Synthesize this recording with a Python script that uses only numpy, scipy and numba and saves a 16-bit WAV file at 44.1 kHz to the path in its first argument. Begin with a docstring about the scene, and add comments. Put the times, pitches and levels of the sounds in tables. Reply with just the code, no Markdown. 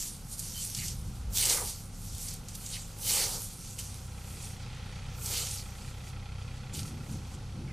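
"""Scythes in a meadow

Two mowers cut dry grass a few metres away. Stems hiss and snap at the blade, the cut swath slumps,
the steel rings faintly and a brief squeak falls at the end. A tractor throbs far down the slope and
light wind buffets the microphone. Midway the listener takes a new stand."""
import sys
import numpy as np
from scipy import signal
from scipy.fft import rfft, irfft
from scipy.io import wavfile
from scipy.ndimage import uniform_filter1d
from numba import njit

SR = 44100
rng = np.random.default_rng(int(sys.argv[2]) if len(sys.argv) > 2 else 0)


def unload_audio(sound):
    """Save the sound as a 16-bit wav file, at the path given as the first command line argument."""
    columns = np.transpose(np.atleast_2d(sound))
    # keep every value between -1 and 1, then stretch to whole-number steps
    steps = np.round(np.clip(columns, -1, 1) * 32767)
    wavfile.write(sys.argv[1], SR, steps.astype(np.int16))


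N = 340452
T = np.arange(N) / SR
NEW_STAND_S = 3.775
BITE_FALL_S, TRAIL_FALL_S = 0.12, 0.18  # time to fall 20 dB
BITE_BEND = 1.43  # exponent that rounds the top of the rise

# Spectra of the background hiss, breeze and grass rustle as heard, with the highest treble cut away.
# Each row: frequency in Hz, relative spectral density in dB.
BACKGROUND_SPECTRUM = [(120, -15.5), (200, -7), (307, -38), (490, -10), (653, -20.5), (767, -12),
                       (918, -17), (1460, -18.5), (1750, -25.5), (2500, -24), (5710, -25), (8000, -30),
                       (11900, -32.5), (13000, -57), (14500, -84)]
BREEZE_SPECTRUM = [(8.8, -30), (15, -4), (107, -5), (201, -11), (304, -27.5), (400, -20.5), (520, -72)]
RUSTLE_SPECTRUM = [(1500, -12), (1900, -11), (2570, -3.5), (3000, -4), (5000, 2), (6600, 4), (8400, 4),
                   (11000, -1), (13000, -8.5), (15000, -49)]
# Gusts on the microphone. 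Each row: start in seconds, hold in seconds, level in dB, centre in Hz.
WIND_GUSTS = [(0.82, 0.049, -40.5, 91), (0.96, .06, -36.5, 65.6), (1.076, 0.021, -35.5, 68.5),
              (1.194, .02, -50, 58.7), (1.275, 0.011, -36, 44.7), (1.304, 0.023, -39.5, 71),
              (1.6, 0.07, -44.5, 50.4), (2.148, 0.022, -45, 50), (6.747, 0.26, -39, 104),
              (7.12, 0.025, -40.5, 130), (7.352, 0.018, -43, 115.9), (7.578, 0.095, -41.5, 136)]
# The engine's course. Each row: time in seconds, firing rate in Hz, exhaust gain in dB, clatter in dB.
ENGINE_COURSE = [(0, 34, -50.5, -72), (2, 33.57, -47.5, -66.5), (3.76, 33.97, -50, -63.5),
                 (3.8, 31.03, -48, -67), (4.35, 31.1, -47, -56), (4.65, 30.39, -47, -55.5),
                 (5.15, 31.46, -46.5, -55), (5.95, 31.58, -47.5, -56), (6.5, 31.93, -45, -56),
                 (6.8, 32.61, -51, -56.5), (7.72, 32.56, -44.5, -63)]
# Exhaust harmonics. 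Each row: multiple of the firing rate, gain in dB at the first stand, at the second.
EXHAUST_HARMONICS = [(1, 2.5, -1), (2, -15, 1.5), (3, 1, 3), (4, -22, 0.5), (5, -7.5, -11.5),
                     (6, -11.5, -14), (7, -15.5, -42), (8, -18.5, -19.5)]
# Resonances of the tractor's bonnet, the blade, the swath and the microphone's housing.
# Each row: frequency in Hz, bandwidth in Hz, gain in dB.
BONNET_MODES = [(490, 170, -1.5), (821, 99, 2), (1342, 130, 3.5), (2000, 370, 2), (2495, 480, 5),
                (3340, 520, 2.5), (4300, 900, 1)]
BLADE_MODES = [(2120, 400, 4.5), (2580, 620, 2), (3000, 360, 3.5), (4500, 1800, 10.5)]
SWATH_BANDS = [(505, 304, 8), (810, 324, 7), (1130, 240, -1.5)]
HOUSING_MODES = [(3110, 180, -14), (4500, 490, -13), (5790, 250, -10), (6500, 270, -8.5), (8280, 285, -4.5)]
# The squeak's glide. Each row: time in seconds, fundamental in Hz, gain in dB.
SQUEAK_GLIDE = [(7.674, 594, -83), (7.68, 573, -50), (7.692, 530, -63), (7.705, 424, -51), (7.72, 392, -59)]
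# The blade dragging over stubble. Each row: start in seconds, length in seconds, level in dB,
# band centre in Hz at the start and at the end.
BLADE_DRAGS = [(0.768, 0.05, -45, 4500, 3500), (0.782, 0.087, -46.5, 3220, 1600),
               (1.358, 0.25, -43, 4120, 1650), (1.38, 0.19, -31.5, 9200, 6900),
               (1.407, 0.04, -37, 4500, 2700), (1.508, 0.032, -33.5, 5500, 2700),
               (1.564, 0.09, -45, 1870, 690), (2.72, 0.07, -42.5, 4500, 2000),
               (3.015, 0.29, -42, 3600, 2170), (3.09, 0.024, -38, 4230, 3100),
               (3.1, 0.13, -32.5, 9300, 7100), (3.174, 0.084, -45, 2100, 1700),
               (3.195, 0.071, -35, 5500, 3700), (3.776, 0.045, -49, 3000, 3100),
               (5.3, 0.22, -43, 4030, 3000), (5.561, 0.076, -48, 4800, 4900),
               (6.736, 0.08, -50, 4200, 2700)]
# Single stems breaking. Each row: start in seconds, peak in dB, centre in Hz.
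STEM_SNAPS = [(0.394, -22.5, 9100), (0.674, -30, 8370), (0.7, -34, 8200), (0.748, -23.5, 5620),
              (0.8823, -27, 6500), (1.416, -28, 4150), (1.4547, -15, 7500), (1.494, -18, 6560),
              (1.497, -13.5, 6000), (1.5, -19, 5570), (1.502, -27, 6510), (2.285, -23.5, 6500),
              (2.3381, -28, 10300), (2.4851, -29, 7200), (2.5527, -32, 8000), (2.6626, -29, 6000),
              (3.1032, -26, 4500), (3.1552, -21, 6500), (3.239, -27, 4800), (3.7885, -36, 6000),
              (5.26, -24, 6890), (5.3385, -27, 7190), (5.511, -28, 6200), (6.748, -33, 5500),
              (6.792, -30.5, 4300), (6.831, -35, 4830)]
# Back swings, far cuts and feet. Each row: start in seconds, hold in seconds, level in dB,
# rise and fall in seconds per 20 dB, spectral tilt in dB per octave.
LIGHT_RUSTLES = [(0, 0.069, -37.5, 0.046, 0.17, 3.5), (.332, .005, -41.5, 0.091, 0.058, 5),
                 (.398, .003, -37.5, 0.041, 0.019, 6), (.43, 0.27, -41, 0.11, 0.24, 2.5),
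                 (.77, 0.04, -40.5, 0.04, 0.2, 0), (.85, 0.041, -39.5, 0.12, 0.12, 2.5),
                 (1.0, 0.16, -56, .1, 0.26, 3), (2.04, 0.25, -48, 0.21, .1, 3.5),
                 (2.23, 0.098, -41, 0.21, 0.088, 2.5), (2.489, 0.0039, -48, 0.0073, 0.11, -3),
                 (2.551, .004, -40, 0.014, 0.021, 2.5), (2.57, 0.052, -53.5, 0.23, 0.26, 14),
                 (2.73, 0.026, -41.5, 0.31, 0.28, -1.5), (3.63, 0.077, -46, 0.2, 0.33, 2),
                 (3.79, .005, -37.5, 0.015, 0.096, 0), (3.85, 0.056, -47, .05, 0.23, 0),
                 (4.36, 0.039, -50.5, 0.69, 0.37, 3), (4.45, .005, -45, 0.16, 0.14, -0.5),
                 (4.62, 0.53, -56, 0.13, 0.097, -12), (5.87, 0.01, -53, 0.6, 0.32, -1.5),
                 (6.09, .005, -51.5, 0.12, 0.046, -4), (6.4, 0.16, -59.5, 0.055, 0.16, -10),
                 (6.74, 0.068, -42, 0.014, 0.062, -1), (6.86, .02, -47.5, 0.055, 0.1, 2),
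                 (7.13, 0.0049, -51, 0.23, 0.14, 1), (7.34, 0.012, -55.5, 0.28, 0.034, -4)]
# Full strokes. Each row: the bite's start and hold in seconds, level and change along the hold in dB,
# and last 20 dB of rise in seconds; the follow-through's hold in seconds and level in dB;
# the swath's start and hold in seconds, level and change along the hold in dB.
STROKES = [(1.375, 0.15, -29.5, -2.5, 0.051, 0.18, -31.5, 1.5, 0.14, -42, -3),
           (3.094, 0.14, -29.5, -1, 0.098, 0.23, -35, 3.168, .21, -43, -6.5),
           (5.268, .11, -38.5, 5.5, 0.12, 0.19, -34.5, 5.33, 0.14, -48.5, -5.5)]


def undb(db):
    """Amplitude ratio of a level in dB."""
    return 10 ** (np.asarray(db) / 20)


def level(x, db):
    """Scaling to an rms level in dB."""
    return x * undb(db) / np.sqrt(np.mean(x ** 2))


def curves(table):
    """Linear interpolation of each column over the times in the first."""
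    times, *columns = np.transpose(table)
    return [np.interp(T, times, column) for column in columns]


def spectrum_db(points, hz):
    """Interpolation of a spectrum on a logarithmic frequency axis."""
    freqs, db = np.transpose(points)
    return np.interp(np.log(hz), np.log(freqs), db)


@njit
def state_variable(x, tuning, damping):
    """Two integrators in a loop form a damped resonator with unit gain at its centre."""
    y, band, low = np.empty(len(x)), 0., 0.
    for i in range(len(x)):
        g = tuning[i]
        v = (band + g * (x[i] + 1e-18 - low)) / (1 + g * (g + damping))
        band, low, y[i] = 2 * v - band, low + 2 * g * v, damping * v
    return y


def bandpass(x, hz, width, stages=1):
    """Resonators in cascade; the centre may glide, and each stage's width is a fraction of it."""
    tuning = np.tan(np.pi * hz / SR) + np.zeros(len(x))
    for _ in range(stages):
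        x = state_variable(1. * x, tuning, 1. * width)
    return x


def ring(x, modes):
    """Superposition of modes, each filtered twice to deepen the valleys between them."""
    return sum(undb(db) * bandpass(bandpass(x, hz, width / hz), hz, 1.5 * width / hz) / np.sqrt(width)
               for hz, width, db in modes)


def coloured_noise(points):
    """White noise weighted by a spectrum; rms 1."""
    hz = np.maximum(np.fft.rfftfreq(N, 1 / SR), 1)
    return level(irfft(rfft(rng.standard_normal(N)) * undb(spectrum_db(points, hz)), N), 0)


def waver(rate):
    """Random modulation: rate steps a second, smoothed twice; spread near 1."""
    span = int(SR / rate)
    steps = np.repeat(rng.standard_normal(N // span + 1), span)
    return 1.3 * uniform_filter1d(uniform_filter1d(steps, span), span)[:N]


def crackle(rate, spread_db):
    """Shot noise: on average rate impulses a second, of uneven size; rms 1."""
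    hits = (rng.random(N) < rate / SR) * rng.standard_normal(N)
    return level(hits * undb(spread_db * np.minimum(rng.exponential(size=N), 3)), 0)


def swell(start, hold, db, rise, fall, change_db=0, bend=1):
    """Power envelope that reaches db at start, holds, then decays; rise and fall each span 20 dB."""
    along = np.clip((T - start) / max(hold, 1e-3), 0, 1)
    rise_db = 20 * (np.maximum(start - T, 0) / rise) ** bend
    fall_db = 20 * np.maximum(T - start - hold, 0) / fall
    return undb(2 * (db + change_db * along - rise_db - fall_db))


def stereo(mid, side, side_db):
    """Sum and difference give the left and right channels."""
    return mid + undb(side_db) * side * np.array([[1], [-1]])


def meadow():
    """The distant background hiss is broadband noise, partly correlated between the channels."""
    db = np.where(T > NEW_STAND_S, -54.5, -56) + 0.7 * waver(2.64)
    mid, side = (coloured_noise(BACKGROUND_SPECTRUM) for _ in range(2))
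    return undb(db) * stereo(mid, side, -10.5)


def wind(breeze_db=-48.5, lull_db=-51.5, lull_hz=104):
    """Turbulence presses almost equally on both microphone ports; each gust has its own low band."""
    gusts = [(swell(start, hold, db, rise=0.12, fall=0.19), hz) for start, hold, db, hz in WIND_GUSTS]
    gusts.append((undb(2 * lull_db), lull_hz))
    power = sum(p for p, _ in gusts)
    centre = sum(p * hz for p, hz in gusts) / power
    eddies = bandpass(rng.standard_normal(N), centre, 1.58, stages=3) / np.sqrt(centre)
    breeze = undb(breeze_db + 0.49 * waver(8.6)) * coloured_noise(BREEZE_SPECTRUM)
    buffeting = np.sqrt(power) * undb(1.1 * waver(30)) * level(eddies, 0)
    side = level(bandpass(rng.standard_normal(N), 135, 0.84), 0)
    return stereo(breeze + buffeting, side, -69.5)


def tractor(firing_s=3.795, lead_cycles=.13, gap_cycles=.17, scatter_db=2.5):
    """Periodic firing gives exhaust harmonics and twice a cycle knocks the bonnet into resonance."""
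    hz, exhaust_db, clatter_db = curves(ENGINE_COURSE)
    cycles = np.cumsum(hz) / SR
    cycles -= cycles[int(firing_s * SR)]
    exhaust = 0
    for k, first_db, second_db in EXHAUST_HARMONICS:  # level and phase waver over the distance
        gain = undb(np.where(T > NEW_STAND_S, second_db, first_db) + 1.05 * waver(13))
        exhaust += gain * np.cos(2 * np.pi * k * cycles + 0.77 * waver(5.7))
    firing, since = np.divmod(cycles + lead_cycles, 1)
    second_knock = .6 * (since > gap_cycles) * np.exp(-(since - gap_cycles) / .2)
    knocks = .3 + np.exp(-since / .15) + second_knock
    tick = 11 * (np.diff(since, prepend=0) < 0)  # the first knock starts sharply
    strengths = undb(scatter_db * rng.uniform(-1, 1, (N // 1000, len(BONNET_MODES))))
    blows = strengths[(firing - firing[0]).astype(int)].T  # one strength per panel and firing
    mid = sum(ring(blow * (tick + knocks * rng.standard_normal(N)), [panel])
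              for blow, panel in zip(blows, BONNET_MODES))
    side = ring(knocks * rng.standard_normal(N), BONNET_MODES)
    return undb(exhaust_db) * exhaust + undb(clatter_db) * stereo(level(mid, 0), level(side, 0), -14)


def squeak(formant_hz=2200, width_hz=520):
    """A falling harmonic series passes through one fixed formant."""
    hz, db = curves(SQUEAK_GLIDE)
    phase = 2 * np.pi * np.cumsum(hz) / SR
    tone = sum(np.sin(k * phase) * np.exp(-((k * hz - formant_hz) / width_hz) ** 2) for k in range(2, 9))
    return (T > SQUEAK_GLIDE[0][0]) * undb(db) * tone


def blade_scrapes():
    """Friction on stubble drives the damped steel's broad modes, mostly lower as the contact slides."""
    stubble = crackle(rate=2800, spread_db=-5)
    grit = level(ring(stubble, BLADE_MODES), 0) + 3 * stubble
    out = np.zeros(N)
    for start, length, db, hz_from, hz_to in BLADE_DRAGS:
        at, along = int(start * SR), np.arange(0, 1, 1 / (length * SR))
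        centre = hz_from * (hz_to / hz_from) ** along
        drag = bandpass(grit[at:at + len(along)], centre, 0.63, stages=2)
        out[at:at + len(along)] += np.sin(np.pi * along ** .8) * level(drag, db)
    return out


def blade_ping(start=.546, hz=3080, db=-46.5, t60_s=.5):
    """A tap sets one mode of the steel in free, exponentially decaying vibration."""
    age = np.maximum(T - start, 0)
    ringing = (age > 0) & (age < .068)  # grass stops the ring
    envelope = ringing * undb(db - 60 * age / t60_s + 4 * waver(150))
    return envelope * np.sin(2 * np.pi * hz * age + waver(120))


def swath():
    """Cut grass carried by the stroke radiates coarse, dull noise in three broad bands."""
    power = sum(swell(start, hold, db, rise=0.2, fall=0.1, change_db=sag_db)
                for *_, start, hold, db, sag_db in STROKES)
    grains = [rng.standard_normal(N) + 0.64 * crackle(rate=400, spread_db=0) for _ in range(2)]
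    mid, side = (level(ring(x, SWATH_BANDS), 0) for x in grains)
    return np.sqrt(power) * stereo(mid, side, -14.5)


def snaps():
    """Brittle fracture of a stem gives a band-limited impulse with a short rustling tail."""
    out, t = np.zeros(N), np.arange(900) / SR
    for start, db, hz in STEM_SNAPS:
        tail = 0.24 * rng.standard_normal(len(t)) * np.exp(-t / 0.0059)
        burst = bandpass((t == 0) + tail, hz, 1.5, stages=3)
        at = int(start * SR)
        out[at:at + len(t)] += undb(db) * burst / np.abs(burst).max()
    return out


def sizzle(lead_s=0.014, cutoff_hz=10500):
    """The finest stems leave the edge first and radiate the highest frequencies of each bite."""
    power = sum(swell(start - lead_s, hold, db - 2.5, rise, TRAIL_FALL_S, bend=BITE_BEND)
                for start, hold, db, _, rise, *_ in STROKES)
    highpass = signal.butter(2, cutoff_hz, "high", fs=SR, output="sos")
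    hiss = signal.sosfilt(highpass, rng.standard_normal(N))
    return np.sqrt(power) * undb(1.5 * waver(41.3)) * hiss


def brushing(trail_tilt=2.3):
    """Incoherent sources add in power: the amplitude and mean tilt (dB per octave) of moving stems."""
    parts = [(swell(*envelope), tilt) for *envelope, tilt in LIGHT_RUSTLES]
    for start, hold, db, change_db, rise, trail_s, trail_db, *_ in STROKES:
        bite = swell(start, hold, db, rise, BITE_FALL_S, change_db, BITE_BEND)
        bite_tilt = 1.26 - 6 * np.clip((T - start) / hold, -0.4, 1)  # dulls along the bite
        trail = swell(start + hold, trail_s, trail_db, BITE_FALL_S, TRAIL_FALL_S, change_db=-7)
        parts += [(bite, bite_tilt), (trail, trail_tilt)]
    power = sum(p for p, _ in parts) + 1e-12
    return np.sqrt(power), sum(p * tilt for p, tilt in parts) / power


def grass():
    """Thousands of fractures superpose on a brushing hiss; broad cracks span all bands, fine ones one."""
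    amplitude, tilt = brushing()
    broad_cracks, surge_db = crackle(rate=800, spread_db=2.8), waver(30)
    difference = rng.standard_normal(N) + 0.8 * crackle(rate=700, spread_db=3.5)
    out, power = 0, 0
    for hz in 1850 * 2 ** (np.arange(10) / 3):  # third-octave bands
        stems = rng.standard_normal(N) + 0.85 * broad_cracks + 0.55 * crackle(rate=1400, spread_db=3.5)
        mid, side = (level(bandpass(x, hz, .4, stages=2), 0) for x in (stems, difference))
        gain = undb(spectrum_db(RUSTLE_SPECTRUM, hz) + tilt * np.log2(hz / 6500)) * np.sqrt(hz)
        out += gain * undb(surge_db + 2 * waver(25)) * stereo(mid, side, -12)
        power += gain ** 2
    return out * amplitude / np.sqrt(power)


def scene():
    """The pressures of all sources add by linear superposition."""
    mowing = grass() + sizzle() + swath() + snaps() + blade_scrapes() + blade_ping()
    return mowing + squeak() + tractor() + wind() + meadow()


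def record(dry, right_treble_db=1.4, top_hz=15050):
    """Housing resonances colour the sound, the left port is slightly duller and a low-pass cuts the top."""
    housed = np.array([x + sum(undb(db) * bandpass(x, hz, width / hz) for hz, width, db in HOUSING_MODES)
                       for x in dry])
    treble = signal.sosfilt(signal.butter(1, 700, "high", fs=SR, output="sos"), housed)
    balance = undb(np.array([[-right_treble_db], [right_treble_db]]) / 2)
    ports = housed + (balance - 1) * treble
    return signal.sosfilt(signal.ellip(14, .2, 80, top_hz, fs=SR, output="sos"), ports)


dry = scene()
out = record(dry)
unload_audio(out)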